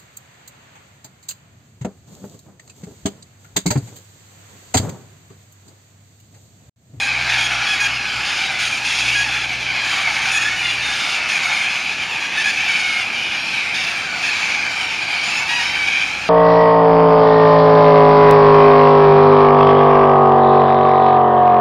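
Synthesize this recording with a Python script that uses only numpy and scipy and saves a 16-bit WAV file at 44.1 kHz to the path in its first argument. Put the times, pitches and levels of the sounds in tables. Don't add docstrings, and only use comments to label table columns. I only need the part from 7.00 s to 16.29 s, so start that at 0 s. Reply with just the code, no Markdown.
import sys
import numpy as np
from scipy import signal
from scipy.fft import rfft, irfft, next_fast_len
from scipy.io import wavfile
from scipy.ndimage import uniform_filter1d

SR = 44100
rng = np.random.default_rng(int(sys.argv[2]) if len(sys.argv) > 2 else 0)


def transcribe(u):
    v = np.clip(np.atleast_2d(u).T, -1, 1)
    q = np.round(v * 32767).astype(np.int16)
    wavfile.write(sys.argv[1], SR, q)


N = 409688

# t/s, length/s, pitch f/Hz, pitch rise/Hz, level/dB, roughness (0-1),
# brightness/dB, beak resonance f/Hz
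NEAR_YELPS = [(0, 0.074, 836, -14, -26, 0.46, 20, 2440), (0.293, 0.076, 890, -58, -21, 0.62, 8, 1820),
              (0.381, 0.092, 813, 35, -21.5, .35, 14, 3180), (0.668, 0.09, 838, 7, -21.5, 0.21, 13.5, 3200),
              (0.803, 0.069, 819, -16, -18.5, 0.21, 14, 1840),
              (1.591, 0.096, 818, 39, -23.5, 0.82, 16, 4000), (2.0, 0.091, 838, 49, -22.5, 0.8, 15, 2650),
              (2.084, 0.063, 898, 88, -21, 0.48, 16, 2680), (2.152, 0.082, 825, 9, -18.5, .14, 14, 1680),
              (3.087, 0.11, 800, -39, -30, 0.75, 18, 2450), (3.218, .09, 817, 39, -22.5, 0.7, 14.5, 2530),
              (3.317, 0.067, 855, -66, -18, 0.15, 18, 2620), (3.415, .018, 828, 5, -18.5, 0.15, 18.5, 2450),
              (3.45, 0.038, 859, 11, -20, .15, 10, 1700), (4.29, 0.091, 835, -39, -21, 0.53, 15, 2400),
              (5.376, 0.05, 881, 36, -20, 0.28, 12, 1770), (5.444, .068, 843, 77, -19, 0.32, 11, 1800),
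              (6.742, .11, 905, 21, -23.5, 0.63, 9, 5050), (6.871, 0.049, 918, 56, -24.5, 0.6, 11, 2660),
              (7.227, 0.076, 849, 41.5, -22, 0.66, 9.5, 1730), (8.232, .095, 865, 69, -32.5, 0, 21, 7100),
              (8.335, 0.07, 853, 62, -33.5, 0.07, 25, 7000), (8.601, .12, 753, 76, -24.5, 0.37, 6, 5300)]
# t/s, length/s, pitch f/Hz, level/dB, roughness (0-1), brightness/dB,
# beak resonance f/Hz
NEAR_SCREECHES = [(1.235, 0.24, 730, -25, 0.71, 9, 4930), (1.509, 0.14, 683, -29, 0.18, 10, 2030),
                  (1.66, 0.13, 780, -26.5, 0.54, 18, 2350), (1.843, 0.17, 678, -21.5, 0.75, 13.5, 5470),
                  (2.258, 0.2, 691, -26, 0.59, 7, 1370), (2.657, .16, 740, -26, 0.46, -19, 2250),
                  (2.839, 0.2, 755, -26.5, 0.71, 13.5, 1900), (3.482, 0.041, 753, -35, .2, 2, 2200),
                  (3.559, 0.2, 966, -28, 0.25, 15.5, 2870), (3.624, 0.089, 707, -23, 0.15, -1, 3780),
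                  (3.807, 0.37, 715, -26.5, 0.31, 13, 3730), (4.423, .23, 723, -24.5, 0.23, 14, 2200),
                  (4.649, 0.094, 842, -28, 0.4, 11, 4200), (5.581, 0.11, 765, -22, 0.88, 0, 2600),
                  (5.679, 0.14, 762.5, -18.5, 0.5, 9, 2300), (5.79, .25, 724, -21.5, 0.26, 6.5, 2220),
                  (6.152, 0.21, 733, -27, 0.5, 3, 3000), (6.37, .17, 786, -33.5, 0.05, 7, 5500),
                  (6.531, 0.082, 766, -22.5, 0.44, 5, 2470), (7.289, 0.28, 748, -25, 0.6, 6, 2250),
                  (8.07, 0.21, 778, -25.5, 0.65, 3, 2330), (8.49, 0.13, 956, -22.5, 0.14, 1, 950),
                  (8.752, 0.14, 766, -22.5, 0.14, 8, 2330), (8.869, 0.18, 797, -19.5, 0.65, 4, 2270)]
# f/Hz, level/dB
NEAR_THROAT = [(400, -37), (830, -16.5), (1150, -14.5), (1680, -2.5), (1980, -6.5), (2450, 5), (2900, -3.5),
               (3350, -2), (4100, -12.5), (5000, -11.5), (5800, -19), (6600, -19), (7400, -30), (9500, -30),
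               (12000, -47.5), (16000, -56)]
# f/Hz, level/dB
FAR_THROAT = [(400, -35), (600, -20), (730, -13.5), (880, -13.5), (1030, -11), (1250, -4.5), (1420, -11.5),
              (1680, -9), (1950, -8), (2280, 0), (2520, -1), (2900, -7), (3950, -14.5), (4600, -12.5),
              (5800, -19.5), (6600, -21), (9500, -31.5), (16000, -58)]
# rate/(calls per s), length/s, roughness (0-1), pitch glide/(share of pitch), level/dB (relative)
FAR_CALL_KINDS = [(15, .22, .6, .09, 0), (18, .06, .3, .09, .5)]
# t/s, level/dB
ROOST_LEVEL = [(0.0, -18.5), (0.67, -19), (1.03, -21.5), (1.37, -20.5), (1.91, -22.5), (2.07, -19),
               (2.59, -22.5), (3.02, -17.5), (3.28, -19), (3.67, -21), (4.58, -18.5), (4.99, -21.5),
               (5.28, -21), (5.56, -19.5), (5.77, -21.5), (6.29, -21.5), (6.65, -20.5), (7.14, -22),
               (7.45, -18.5), (8.02, -21), (8.38, -18.5), (8.85, -21), (9.06, -21.5), (9.29, -23.5)]
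# f/Hz, t60/s
TREE_DECAY = [(300, 1), (2500, 1), (6000, 1), (14000, 0.45)]
# t/s, level/dB
HUM_LEVEL = [(0.0, -48), (0.17, -38.5), (0.62, -41.5), (0.66, -50), (0.93, -40), (1.12, -52), (1.18, -37),
             (1.24, -50.5), (1.92, -48), (2.07, -39.5), (2.72, -43.5), (2.77, -49), (3.92, -45),
             (4.04, -56), (4.3, -51)]
# t/s, f/Hz, level/dB
MOTOR_RUN_UP = [(8.5, 43.5, -66), (8.7, 49.7, -49), (8.95, 54.5, -54), (9.29, 56.4, -50)]
# f/Hz, level/(dB per Hz)
RUMBLE_SPECTRUM = [(20, -44), (45, -9.5), (80, -1.5), (170, 1.5), (300, 0.5), (450, -4), (900, 0.5),
                   (3000, -59), (16000, -36)]
# t/s, level/dB
RUMBLE_LEVEL = [(0, -40), (9.29, -38.5)]
# f/Hz, share (0-1)
FACING = [(2800, 0), (5400, 0.45), (6600, 0.96), (14000, 1.0)]

YELP_ARCH_HZ = -5
SCREECH_ARCH_HZ, SAG_HZ_PER_S = 12, 170
BEAK_DB, BEAK_ROUGH_DB = 10.5, 6.5
ATTACK_SHARE, RELEASE_SHARE = 0.081, 0.038
HUM_END_S, HUM_FADE_S = 4.15, 0.22
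TOP_HZ = 15700


def near_birds(echo_db=-10, lead_s=.005):
    calls = np.zeros(N)
    for s, length, pitch, rise, db, rough, bright_db, beak_hz in NEAR_YELPS:
        call = cry(length, pitch, rise, YELP_ARCH_HZ, rough, bright_db, beak_hz)
        add(calls, s - lead_s, amp(db) * call)
    for s, length, pitch, db, rough, bright_db, beak_hz in NEAR_SCREECHES:
        sag = -SAG_HZ_PER_S * length
        call = cry(length, pitch, sag, SCREECH_ARCH_HZ, rough, bright_db, beak_hz)
        add(calls, s - lead_s, amp(db) * call)
    return calls + amp(echo_db) * trees(calls)


def cry(length, pitch, rise, arch, rough, bright_db, beak_hz, beak_width_hz=230):
    def throat_and_beak(hz):
        facing_db = bright_db * along(FACING, hz)
        detune = (hz - beak_hz) / beak_width_hz
        beak_db = (BEAK_DB - BEAK_ROUGH_DB * rough) / (1 + detune ** 2)
        return amp(along(NEAR_THROAT, hz) + facing_db + beak_db)

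    pitches = (pitch - rise / 2 - arch, pitch, pitch + rise / 2 - arch)
    source = syrinx(length + 0.0079, pitches, rough, waver=0.00722)
    voice = unit(filtered(source, throat_and_beak))
    return swell(voice, rise=ATTACK_SHARE * length, fall=RELEASE_SHARE * length)


def syrinx(length, pitches, rough, waver, chaos=1.63, forget=0.86, jitter=0.0195, flutter=0.02194,
           rasp_db=-1.0, uneven_db=1, size=64, count=512):
    t = np.arange(int(np.clip(length, .03, .5) * SR)) / SR
    u = t / t[-1]
    rough = np.clip(rough, .05, 1)

    first, middle, last = pitches
    pitch = first * (2 * u - 1) * (u - 1) + middle * 2 * u * (2 - 2 * u) + last * u * (2 * u - 1)
    pitch = pitch * (1 + waver * wobble(t, 32.07))
    unsteady = jitter * wobble(t, 700) + flutter * wobble(t, 54.56)
    turns = np.cumsum(pitch * (1 + rough * unsteady)) / SR

    steady = np.exp(2j * np.pi * rng.random(20))
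    memory = np.clip(1 - forget * rough, 0, .98)
    kicks = rng.standard_normal((count, 20, 2)) @ [1, 1j] / np.sqrt(2)
    drift = signal.lfilter([np.sqrt(1 - memory ** 2)], [1, -memory], kicks, axis=0)
    share = np.clip(chaos * rough, 0, 1)
    harmonics = np.sqrt(1 - share) * steady + np.sqrt(share) * drift
    harmonics = harmonics * amp(uneven_db * rng.uniform(-1, 1, 20))

    cycles = irfft(np.pad(harmonics, ((0, 0), (1, 0))), 2 * size).ravel()
    voice = np.interp(turns * 2 * size % len(cycles), np.arange(len(cycles)), cycles)
    loudness_db = rough * rasp_db * wobble(t, 177.6) + 0.44 * wobble(t, 44.2)
    return unit(voice) * amp(loudness_db)


def swell(x, rise=.02, fall=.01):
    t = np.arange(len(x)) / SR
    return x * np.clip(np.minimum(t / rise, (t[-1] - t) / fall), 0, 1)


def trees(x, size=SR, gap_s=.012):
    hz, t, z = signal.stft(rng.standard_normal(size), SR, nperseg=256)
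    decay = amp(-60 * t / along(TREE_DECAY, hz)[:, None])
    tail = signal.istft(z * decay, SR, nperseg=256)[1]
    delayed = np.pad(x, (int(gap_s * SR), 0))
    return signal.fftconvolve(delayed, tail / np.linalg.norm(tail))[:N]


def roost(pitch_hz=785, spread=.11, direct_db=3, level_db=-1.0, throat_spread=0.075):
    calls = np.zeros(N)
    for rate, length, rough, glide, db in FAR_CALL_KINDS:
        slots = np.arange(-.2, N / SR, 1 / rate)
        draws = rng.uniform(-1, 1, (len(slots), 7))
        for slot, (when, long, high, tilt, loud, harsh, build) in zip(slots, draws):
            fall = glide * (tilt + 0.3015)
            pitches = pitch_hz * np.exp(spread * high + np.array([fall, .03, -fall]))
            call = syrinx(length * (1 + long / 2), pitches, rough * (1 + 0.361 * harsh),
                          waver=0.01399, uneven_db=5.5)
            stretch = np.exp(throat_spread * build)
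            call = filtered(call, lambda hz: amp(along(FAR_THROAT, hz * stretch)))
            call = swell(call, rise=length / 5, fall=length / 7)
            add(calls, slot + when / rate / 2, amp(db + 3.35 * loud) * call)
    calls = unit(calls)
    chorus = amp(direct_db) * calls + trees(calls)
    chorus /= np.sqrt(np.abs(uniform_filter1d(chorus ** 2, size=SR // 7)) + 1e-9)
    return chorus * amp(curves(ROOST_LEVEL)[0] + level_db)


def hum(pitch_hz=60.4, low_db=-4, octave_db=-3):
    t = np.arange(N) / SR
    phase = 2 * np.pi * np.cumsum(pitch_hz * (1 + 0.0028 * wobble(t, 4.3))) / SR
    fade = np.clip((HUM_END_S - t) / HUM_FADE_S, 0, 1)
    orders = amp(low_db) * np.sin(phase) + np.sin(2 * phase)
    early = fade * amp(curves(HUM_LEVEL)[0]) * orders

    pitch, db = curves(MOTOR_RUN_UP)
    phase = 2 * np.pi * np.cumsum(pitch) / SR
    late = amp(db) * (np.sin(phase) + amp(octave_db) * np.sin(2 * phase))
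    return np.sqrt(2) * (early + late)


def rumble():
    murmur = filtered(rng.standard_normal(N), lambda hz: amp(along(RUMBLE_SPECTRUM, hz)))
    return amp(curves(RUMBLE_LEVEL)[0]) * unit(murmur)


def amp(db):
    return 10 ** (np.asarray(db) / 20)


def unit(x):
    return x / np.sqrt(np.mean(x ** 2) + 1e-20)


def along(points, hz):
    f, v = np.transpose(points)
    return np.interp(np.log(hz + 1), np.log(f + 1), v)


def curves(rows):
    s, *cols = np.transpose(rows)
    return [np.interp(np.arange(N) / SR, s, c) for c in cols]


def wobble(t, rate, size=512):
    return np.interp(t * rate % size, np.arange(size), rng.standard_normal(size))


def filtered(x, response):
    m = next_fast_len(len(x) + 2048, True)
    return irfft(rfft(x, m) * response(np.fft.rfftfreq(m, 1 / SR)), m)[:len(x)]


def add(track, s, x):
    at = int(s * SR) + np.arange(len(x))
    inside = (at >= 0) & (at < N)
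    track[at[inside]] += x[inside]


def scene():
    return np.tile(near_birds() + roost() + hum() + rumble(), (2, 1))


def record(dry, notch_hz=7900, notch_width_hz=380):
    def microphone(hz):
        offset = hz - notch_hz
        notch = np.hypot(offset, 25) / np.hypot(offset, notch_width_hz)
        return notch * (hz < TOP_HZ)

    return np.array([filtered(x, microphone) for x in dry])


dry = scene()
out = record(dry)
transcribe(out)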